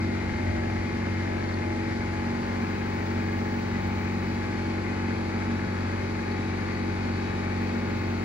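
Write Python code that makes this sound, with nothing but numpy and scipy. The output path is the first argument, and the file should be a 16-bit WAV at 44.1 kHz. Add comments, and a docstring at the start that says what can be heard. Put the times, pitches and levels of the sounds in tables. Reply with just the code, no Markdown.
"""From the start a small piston air compressor fills a tyre on a lawn, slowing steadily: sines at multiples of
its shaft speed hum and whine, shaped noise makes the housing rumble and the valves rattle once a turn.
Early on the deep rumble surges three times. At 1.4 s come raspy falling insect pips, gliding sines, then
from 3 s a few ticks, short bursts of noise. A thin band of high noise near 15.5 kHz swells around 3.4 s, more
pips and ticks follow between 3.9 and 6.3 s, and the high noise returns near the end. A faint hiss runs throughout."""
import sys
import numpy as np
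from scipy import signal
from scipy.fft import rfft, irfft, next_fast_len
from scipy.io import wavfile
from scipy.ndimage import uniform_filter1d, map_coordinates

SR = 44100
rng = np.random.default_rng(int(sys.argv[2]) if len(sys.argv) > 2 else 0)


def store_wav(level_fs):
    """Save 16-bit WAV to argv[1]."""
    pcm = np.round(np.clip(np.atleast_2d(level_fs), -1, 1) * 32767)
    wavfile.write(sys.argv[1], SR, pcm.T.astype(np.int16))


N = 363384  # length in samples


def amp(db):
    """Turn decibels into a gain."""
    return 10 ** (np.asarray(db) / 20)


def unit(x):
    """Scale x to an rms (average strength) of 1."""
    return x / np.sqrt(np.mean(x ** 2) + 1e-20)


def along(points, hz):
    """Read a curve of (Hz, value) points at any pitch, on a log pitch axis."""
    point_hz, values = np.transpose(points)
    return np.interp(np.log(hz + 1), np.log(point_hz), values)


def wobble(rate):
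    """Draw a smooth random curve through `rate` random points a second."""
    at = np.linspace(0, N, 2048)
    knots = rng.standard_normal(int(N * rate / SR) + 4)
    curve = map_coordinates(knots, [at * rate / SR + 1])
    return np.interp(np.arange(N), at, curve)


def filtered(x, response):
    """Change the strength and phase of each pitch in x by a response to frequency."""
    size = next_fast_len(N + 8192)
    spectrum = rfft(x, size) * response(np.fft.rfftfreq(size, 1 / SR))
    return irfft(spectrum, size)[..., :N]


def swells(rows, steep):
    """Add up rounded humps in dB, each (middle, length at half height, height); steeper means flatter tops."""
    t = np.arange(N) / SR
    return sum(db * .5 ** (np.abs(2 * (t - middle) / length) ** steep) for middle, length, db in rows)


def pan(balance_db):
    """Give left and right gains whose mean power is 1."""
    gains = amp(np.array([[.5], [-.5]]) * balance_db)
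    return gains / np.sqrt(np.mean(gains ** 2, axis=0))


# How alike left and right are. Each row: pitch in Hz, likeness from 0 to 1.
LIKENESS = [(25, .6), (60, 0.91), (220, 0.98), (350, 0.67), (450, 0.73), (900, 0.19), (1700, 0.89),
            (2800, 0.22), (6500, 0.22), (8000, 1), (14000, 0.27)]
# How far right runs ahead of left. Each row: pitch in Hz, lead in radians.
RIGHT_LEAD = [(50, 0), (230, .35), (330, .5), (430, 1.1), (520, 1.7), (850, 1.8), (1700, 1.4), (2150, .9),
              (2900, 1.4), (4800, 1.7), (5700, 2.6), (7500, 2.7), (9000, 2.5), (11000, 2.0), (14000, 2.6)]


def rush(spectrum, tilt=None, source=None):
    """Colour noise to rms 1, as two microphone ports hear it: partly alike and out of step."""
    source = rng.standard_normal((2, N)) if source is None else source

    def mixing(hz):
        turn = np.arccos(np.clip(along(LIKENESS, hz), 0, 1)) / 2
        return amp(along(spectrum, hz)) * [np.cos(turn), np.sin(turn)]

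    def ports(hz):
        balance = pan(along(tilt, hz) if tilt else 0)
        return balance * np.exp(1j * np.array([[-.5], [.5]]) * along(RIGHT_LEAD, hz))

    mid, side = filtered(source, mixing)
    return unit(filtered(np.array([mid + side, mid - side]), ports))


def tone(angle, lead, balance_db):
    """Make a stereo sine of rms 1 that reaches the two ports out of step."""
    angle = (angle % (2 * np.pi)).astype(np.float32)
    offset = (np.array([[-.5], [.5]]) * lead).astype(np.float32)
    return (np.sqrt(2) * pan(balance_db)).astype(np.float32) * np.sin(angle + offset)


# Colour of the faint hiss. Each row: pitch in Hz, relative level in dB per Hz.
HISS_COLOUR = [(2000, -21), (5000, -1.5), (6500, 12.5), (7300, 15.5), (7900, 5.5), (8900, 6.5), (10500, 5),
               (13000, -3.5), (14200, -14), (15700, -25)]
# Spells of high narrow noise. Each row: middle in seconds, length in seconds, rise over the resting level in dB.
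HIGH_NOISE_SPELLS = [(3.43, 2.1, 15.5), (8.1, 1.1, 13)]


def field(hiss_db=-60, high_db=-83, pulse_db=2):
    """A steady faint hiss, and a thin, trembling band of narrow noise near 15.5 kHz that comes and goes."""
    level_db = high_db + swells(HIGH_NOISE_SPELLS, steep=6) + pulse_db * wobble(50)
    high_colour = [(6000, -120), (12500, -36), (14800, -23), (15550, 18.5), (15800, 3.0), (17000, -36)]
    high_noise = amp(level_db) * rush(high_colour)
    return amp(hiss_db) * rush(HISS_COLOUR) + high_noise


# Insect pips. Each row: middle in seconds, peak level in dB, middle pitch in Hz.
INSECT_PIPS = [(1.395, -50, 4430), (1.441, -47.5, 4420), (1.491, -45, 4380), (1.543, -41.5, 4420),
               (4.575, -47, 4420), (4.621, -50, 4350), (4.665, -47, 4400), (5.142, -46, 4380),
               (5.183, -45, 4400), (6.318, -44.5, 4430)]


def chirps(fall_hz=330, length_s=0.015, rasp=.45):
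    """Short pips from an insect in the grass: falling sines, made raspy by random phase (rasp in radians)."""
    out = np.zeros(N)
    u = np.linspace(0, 1, int(length_s * SR))
    for middle, db, pitch_hz in INSECT_PIPS:
        grain = rasp * unit(uniform_filter1d(rng.standard_normal(len(u)), size=60))
        glide_hz = pitch_hz - fall_hz * (u - .5)
        pip = np.sin(2 * np.pi * np.cumsum(glide_hz) / SR + grain) * np.sin(np.pi * u) ** 2
        out[round((middle - length_s / 2) * SR):][:len(u)] += amp(db) * pip
    return out


# Tiny ticks. Each row: start in seconds, starting noise level in dB before the treble is favoured.
TINY_TICKS = [(2.993, -58), (3.057, -63), (3.073, -60), (3.156, -62), (3.873, -53), (4.03, -62),
              (5.807, -62), (6.08, -60)]


def ticks(t60_s=.012):
    """Tiny bright ticks close by: bursts of noise that die away by 60 dB in t60_s seconds."""
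    out = np.zeros(N)
    t = np.arange(SR // 20) / SR
    for start, db in TINY_TICKS:
        out[round(start * SR):][:len(t)] += amp(db - 60 * t / t60_s) * rng.standard_normal(len(t))
    return filtered(out, lambda hz: amp(along([(3000, -20), (12000, 2)], hz)))


def pressure(load_s=4.5):
    """The load on the pump builds fast, then levels off (time constant load_s), from -.5 at start to .5 at end."""
    built = 1 - np.exp(-np.arange(N) / SR / load_s)
    return built / built[-1] - .5


# Echoes of the noise on later turns. Each row: delay in turns, share (below zero means turned over).
ROCKING_ECHOES = [(1, -.2), (2, .13)]


def rocking(noise, shaft):
    """The pump rocks to and fro on alternate strokes, so its noise gathers halfway between the orders."""
    turn = 2 * np.pi * N / (shaft[-1] - shaft[0])  # average samples a turn
    echoes = sum(share * np.roll(noise, round(turns * turn), axis=1) for turns, share in ROCKING_ECHOES)
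    return unit(noise + echoes)


# Colour of the deep rumble. Each row: pitch in Hz, relative level in dB per Hz.
RUMBLE_COLOUR = [(20, -46), (35, -20), (52, -6.5), (72, -1), (85, 1.5), (130, -16), (400, -120)]
# Surges of the deep rumble. Each row: middle in seconds, length in seconds, rise in dB.
RUMBLE_SURGES = [(.5, 0.89, 14), (2, .4, 6), (3.88, 0.29, 9)]
# Colour of the shaking housing. Each row: pitch in Hz, relative level in dB per Hz.
HOUSING_COLOUR = [(15, -48), (30, -33), (55, -41), (78, -7), (112, -4), (138, -8), (152, -11), (168, -8),
                  (198, -15), (225, 3.5), (275, -8.5), (360, -4.5), (450, -13), (600, -18), (1200, -63),
                  (3000, -120)]


def housing(shaft, rumble_db=-49.0, body_db=-36, throb_db=-1.6, swell_db=0.5):
    """The housing shakes, throbbing once a turn, over a deep rumble that surges at times."""
    rumble = amp(rumble_db + swells(RUMBLE_SURGES, steep=1.3)) * rush(RUMBLE_COLOUR)
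    body = rush(HOUSING_COLOUR, source=rocking(rng.standard_normal((2, N)), shaft))
    body_level_db = body_db + throb_db * np.cos(shaft) + swell_db * wobble(14)
    return rumble + amp(body_level_db) * body


# Smaller beats within a turn. Each row: beats per turn, relative share.
SMALL_BEATS = [(2, .5), (3, 1.5), (4, 1), (5, 1.4), (6, .8), (8, 1)]


def strokes(shaft, main_db, beat_db, scatter_db):
    """Gain of a noise that bursts once a turn, a little unevenly, with smaller beats in between."""
    beats = sum(share * np.cos(k * shaft + k * k) for k, share in SMALL_BEATS)
    uneven = wobble(47)
    return unit(amp(main_db * np.cos(shaft) + beat_db * beats + scatter_db * uneven))


def patches(patchy_db, size=2, count=9):
    """Two white noises whose narrow bands flare and fade, smoothed over `size` bands and `count` time steps."""
    bands = signal.stft(rng.standard_normal((2, N)), nperseg=2048)[2]
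    flare = uniform_filter1d(rng.standard_normal(bands.shape[1:]), size, 0)
    flare = uniform_filter1d(flare, count, 1)
    return unit(signal.istft(bands * amp(patchy_db * unit(flare)), nperseg=2048)[1][:, :N])


# Resonances that colour the rattle. Each row: centre in Hz, width in Hz, boost in dB.
CASING_RESONANCES = [(1090, 110, 2), (1310, 61, 3.5), (1476, 90, 2), (1676, 100, 4), (1920, 70, 2),
                     (1990, 46, 3.5), (2125, 44, 3.5), (2280, 53, 4.5), (2470, 48, 4.5), (2670, 60, 2),
                     (3280, 160, 2.5), (3500, 74, 3), (3730, 140, 1), (4030, 56, 6), (4320, 170, 3.5)]


def casing(hz):
    """The casing rings at its own pitches and so boosts them, each as a rounded peak."""
    boost_db = 0
    for centre, width, db in CASING_RESONANCES:
        distance = np.minimum(np.abs(2 * (hz - centre) / width), 10)
        boost_db = boost_db + db * np.exp2(-distance ** 2)
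    return amp(boost_db)


def grind(shaft, repeat_db, patchy_db, size=940):
    """Patchy noise of rubbing parts: some of it comes back alike on every turn, which makes it buzz."""
    track = rng.standard_normal((2, size))  # the noise of one turn
    place = (shaft / (2 * np.pi) % 1 * size).astype(int)
    noise = rocking(patches(patchy_db), shaft) + amp(repeat_db) * track[:, place]
    return filtered(noise, casing)


# Colour of the valves' rattle. Each row: pitch in Hz, relative level in dB per Hz.
VALVE_COLOUR = [(100, -12.5), (600, -4.5), (800, -0.5), (1000, -5.5), (1250, -4), (1650, -0.5), (1850, -3),
                (2100, -0.5), (2450, -4.5), (2700, -12), (3200, -21), (6000, -120)]
# Colour of the piston's rasp. Each row: pitch in Hz, relative level in dB per Hz.
PISTON_COLOUR = [(1500, -44), (2750, -2.5), (3600, -4.5), (4100, -5), (4450, -3), (4800, -4.5), (5600, -6),
                 (9000, -22), (16000, -39)]
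# Lean of the rattle to one side. Each row: pitch in Hz, left over right in dB.
RATTLE_TILT = [(800, 0.5), (1300, 6.5), (1650, 3.5), (2100, 12), (2400, 7.5), (2900, -1), (4400, 0.5),
               (5500, -2.5), (6500, -1)]


def clatter(shaft, valves_db=-39.5, ease_db=-0.5, piston_db=-51):
    """The valves rattle in uneven bursts and ease a little as the pressure grows, with the piston's higher rasp."""
    bursts = strokes(shaft, main_db=1.7, beat_db=.8, scatter_db=.9)
    valves = bursts * rush(VALVE_COLOUR, RATTLE_TILT, grind(shaft, repeat_db=-13, patchy_db=1.9))
    rubbing = rush(PISTON_COLOUR, RATTLE_TILT, grind(shaft, repeat_db=-12, patchy_db=1.5))
    rasp = strokes(shaft, main_db=-0.5, beat_db=0.17, scatter_db=0.77) * rubbing
    return amp(valves_db + ease_db * pressure()) * valves + amp(piston_db) * rasp


# Lines halfway between the orders. Each row: pitch in Hz, level of each line in dB before it flutters.
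UNEVEN_LINES = [(70, -65), (117, -53.5), (165, -58.5), (257, -72), (304, -63), (351, -54), (398, -59.5),
                (445, -60.5), (492, -72), (600, -63), (820, -59.5), (960, -71.5), (1200, -67)]


def lope(shaft, speed_hz, wander=0.56, flutter_db=1.8, count=24):
    """Alternate strokes differ by unsteady amounts, which gives fuzzy lines between the orders."""
    out = np.zeros((2, N))
    for order in np.arange(count) + 1 + .5:
        hz = order * speed_hz
        angle = order * shaft + rng.uniform(0, 2 * np.pi) + wander * wobble(8)
        gain = amp(along(UNEVEN_LINES, hz) + flutter_db * wobble(9))
        out += gain * tone(angle, along(RIGHT_LEAD, hz), 0.61)
    return out


# Single orders sing out or fade for a while.
# Each row: middle in seconds, length in seconds, multiple of the shaft speed, change in dB.
ORDER_SWELLS = [(.55, .62, 13, 10), (1.56, .6, 13, 11.5), (5.5, .9, 13, 3), (.55, .5, 15, 4),
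                (1.55, .6, 15, 6), (2.65, 1.2, 22, 5.5), (.2, .7, 22, -6), (3.68, .25, 96, 5),
                (4.6, .5, 96, 2.5), (1, 2.2, 83, -4), (4.8, 1.1, 83, -3), (6.9, 1.1, 83, 2),
                (8.1, .6, 83, -3), (5.5, 1.1, 28, 4), (5.5, 1, 33, 3), (5.7, .8, 36, 8), (6.6, 1, 92, 3),
                (7.5, 1.4, 80, 3), (.6, .5, 2, 1), (1.5, .6, 2, 1.3), (2.5, .6, 2, -1.8), (4.6, .8, 2, -.8),
                (6.95, .4, 2, 1.2), (.65, .6, 4, -2), (1.65, .6, 4, -4.5), (4, .7, 4, 1.5),
                (7.6, .6, 4, 2.5), (2.6, .7, 5, 2), (5.9, .9, 5, -1.5), (7.6, .8, 5, 1.5), (.65, .4, 7, 2),
                (1.65, .5, 7, 3), (.7, 1.4, 9, -2.5), (3.3, 1.8, 9, 1.5), (5.3, 1.3, 9, -2),
                (.4, 1.2, 96, 7), (2.5, 1, 96, 2), (1.1, 2, 17, -1.5), (3.1, 1.8, 17, 2.5), (3, 1.6, 12, 3),
                (3.5, 2.4, 19, 1.5), (3.5, 2.4, 25, 2), (4, 1.8, 95, 2.5), (0, .9, 45, -2), (.2, 1, 79, -3)]


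def partial(k, shaft, balance_db, lead, waver_db, jitter):
    """A sine at k times the shaft speed, wavering in strength and phase (jitter in radians) and swelling at times."""
    if k <= len(HUM_ORDERS):
        delay = .38 * k ** 2  # the body delays higher orders more, spreading each thump over the turn
    else:
        delay = rng.uniform(0, 2 * np.pi)  # high orders fall anywhere in the turn
    own_swells = [(middle, length, db) for middle, length, order, db in ORDER_SWELLS if order == k]
    swell_db = swells(own_swells, steep=7.9)
    gain = amp((waver_db * wobble(6) + swell_db).astype(np.float32))
    return gain * tone(k * shaft + delay + jitter * wobble(14), lead, balance_db)


# The weaker orders. Each row: pitch in Hz, level of each order in dB before it wavers, left over right in dB.
OVERTONE_LEVELS = [(470, -60.5, -29), (563, -52, -4.5), (609, -58, 3.5), (655, -56, 2.5), (935, -69, 2),
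                   (1125, -65, 0), (1260, -69, 2), (1400, -64, -7), (1840, -62.5, 20), (2460, -65.5, 13),
                   (2920, -84, 3), (3750, -86, 9), (4340, -74, 1), (4900, -72, -3)]


def overtones(shaft, speed_hz, waver_db=3.0, jitter_per_khz=0.17, count=104):
    """The weaker orders fill the gaps between the singing ones, rougher the higher they lie."""
    levels = np.array(OVERTONE_LEVELS)[:, :2]
    balances = np.array(OVERTONE_LEVELS)[:, ::2]
    singing = [row[0] for row in WHINE_ORDERS]
    out = np.zeros((2, N), np.float32)
    for k in np.setdiff1d(np.arange(len(HUM_ORDERS), count) + 1, singing):
        hz = k * speed_hz
        jitter = jitter_per_khz * hz / 1000
        sine = partial(k, shaft, along(balances, hz), along(RIGHT_LEAD, hz), waver_db, jitter)
        out += float(amp(along(levels, hz))) * sine
    return out


# Higher orders that sing out. Each row: multiple of the shaft speed, level in dB before wavers and swells,
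# left over right in dB, lead of the right port in radians, change from start to end in dB.
WHINE_ORDERS = [(11, -51.5, 8, 1.2, 1), (15, -54.0, 3, 2.6, -9), (16, -53.5, 12, 1.8, 3),
                (17, -47.0, 0, 2.4, 4), (18, -48, -1, 0.7, -2), (19, -52, -1, 0.8, 3),
                (20, -62, -1, 1.4, 0), (21, -56.0, -1, 1.9, 0), (22, -53.5, -1, 2.1, 3),
                (23, -57.5, 0, 0.6, 6), (24, -60, 0, 1.2, 6), (25, -56.5, 2, 1.6, 6),
                (26, -57.5, 2, 0.7, 7), (28, -57.0, 1, 1.6, 0), (31, -56.5, 5, 1.0, 10),
                (33, -59, 7, 1.5, 4), (38, -58.0, 11, 1.6, 8), (40, -53.5, 8, 1.0, -2),
                (41, -59.0, 5, 1.1, -8), (45, -51.5, 7, 0.6, -15), (46, -54, 7, -0.7, 3),
                (47, -58.0, 8, 0.3, 8), (49, -57.0, 10, 2.4, 16), (53, -62, 7, 1.0, 14),
                (55, -63.5, 3, -0.4, 16), (56, -66, 3, 1.0, 14), (62, -66.5, 1, 2.2, 8),
                (64, -65.5, 4, 1.2, -1), (75, -69, 1, 1.5, 8), (79, -67.5, 0, 1.9, -15),
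                (80, -69.0, -1, 1.6, -3), (82, -70, 1, 1.2, 8), (83, -65, 1, -0.1, 13),
                (85, -67.0, 5, 1.8, -5), (86, -67.5, 1, -1.5, 13), (91, -69.5, 0, 1.6, 8),
                (92, -66.5, -1, 2.3, 11), (94, -68.0, 5, 2.3, 6), (95, -66, -2, 1.7, -4),
                (96, -64.5, -2, 1.0, 11), (100, -69.5, -1, 1.6, 6), (107, -69.0, -6, 1.8, 2)]
# Flutter of the whine in dB per kHz of pitch: every other turn, once a turn, twice a turn.
WHINE_FLUTTER = (.2, .3, .45)
# Orders that ring the metal of the pump, pulsing with each stroke.
# Each multiple of the shaft speed has: swing of the pulse in dB, chance flutter in dB.
METAL_RINGS = {45: (2.2, .7), 96: (5, 2.5)}


def whine(shaft, speed_hz, waver_db=1.53, waver_db_per_khz=.1, jitter_per_khz=.08):
    """Higher orders grow or fade as pressure builds; the highest are roughest and flutter most with the stroke."""
    load = pressure()
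    slow, once, twice = WHINE_FLUTTER
    flutter = np.cos(shaft / 2) * slow + np.cos(shaft) * once + np.cos(2 * shaft) * twice
    out = np.zeros((2, N))
    for k, db, balance_db, lead, change_db in WHINE_ORDERS:
        khz = k * speed_hz / 1000
        gain = amp(db) * unit(amp((change_db * load + khz * flutter).astype(np.float32)))
        if k in METAL_RINGS:
            pulse_db, chance_db = METAL_RINGS[k]
            gain = gain * unit(amp(pulse_db * np.cos(shaft) + chance_db * wobble(45)))
        roughness_db = waver_db + waver_db_per_khz * khz
        out += gain * partial(k, shaft, balance_db, lead, roughness_db, jitter_per_khz * khz)
    return out


# The first orders, from the shaft speed itself upward.
# Each row: level at middle load in dB before wavers and swells, left over right in dB, change from start to end in dB.
HUM_ORDERS = [(-49, 2, 1), (-34, 0.5, -.5), (-46.5, 12, -1.5), (-38.5, 3.5, 0), (-37, -1.5, 0.5),
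              (-46.5, 18, -1.5), (-41, 4, 0), (-47, 3.5, -1), (-47, 6, 3)]


def hum(shaft, speed_hz, waver_db=1.02):
    """The firm low orders of the pump shift in strength as the pressure builds."""
    load = pressure()
    out = np.zeros((2, N))
    for k, (db, balance_db, change_db) in enumerate(HUM_ORDERS, 1):
        lead = along(RIGHT_LEAD, k * speed_hz)
        out += amp(db + change_db * load) * partial(k, shaft, balance_db, lead, waver_db, 0)
    return out


def compressor(start_hz=46.885, sag_hz_per_s=.026):
    """One shaft drives every part; it slows steadily under the growing load and trembles slightly."""
    speed = start_hz - sag_hz_per_s * np.arange(N) / SR
    shaft = 2 * np.pi * np.cumsum(speed) / SR  # angle in radians
    shaft = shaft + 0.005 * wobble(6.5) + 0.0023 * wobble(30)
    lines = sum(part(shaft, speed.mean()) for part in (hum, whine, overtones, lope))
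    return lines + housing(shaft) + clatter(shaft)


def scene():
    """The compressor in the open air, with the small sounds around it."""
    return compressor() + field() + chirps() + ticks()


def record(dry, top_hz=15780):
    """Nothing above the top pitch is kept."""
    return filtered(dry, lambda hz: hz < top_hz)


dry = scene()
out = record(dry)
store_wav(out)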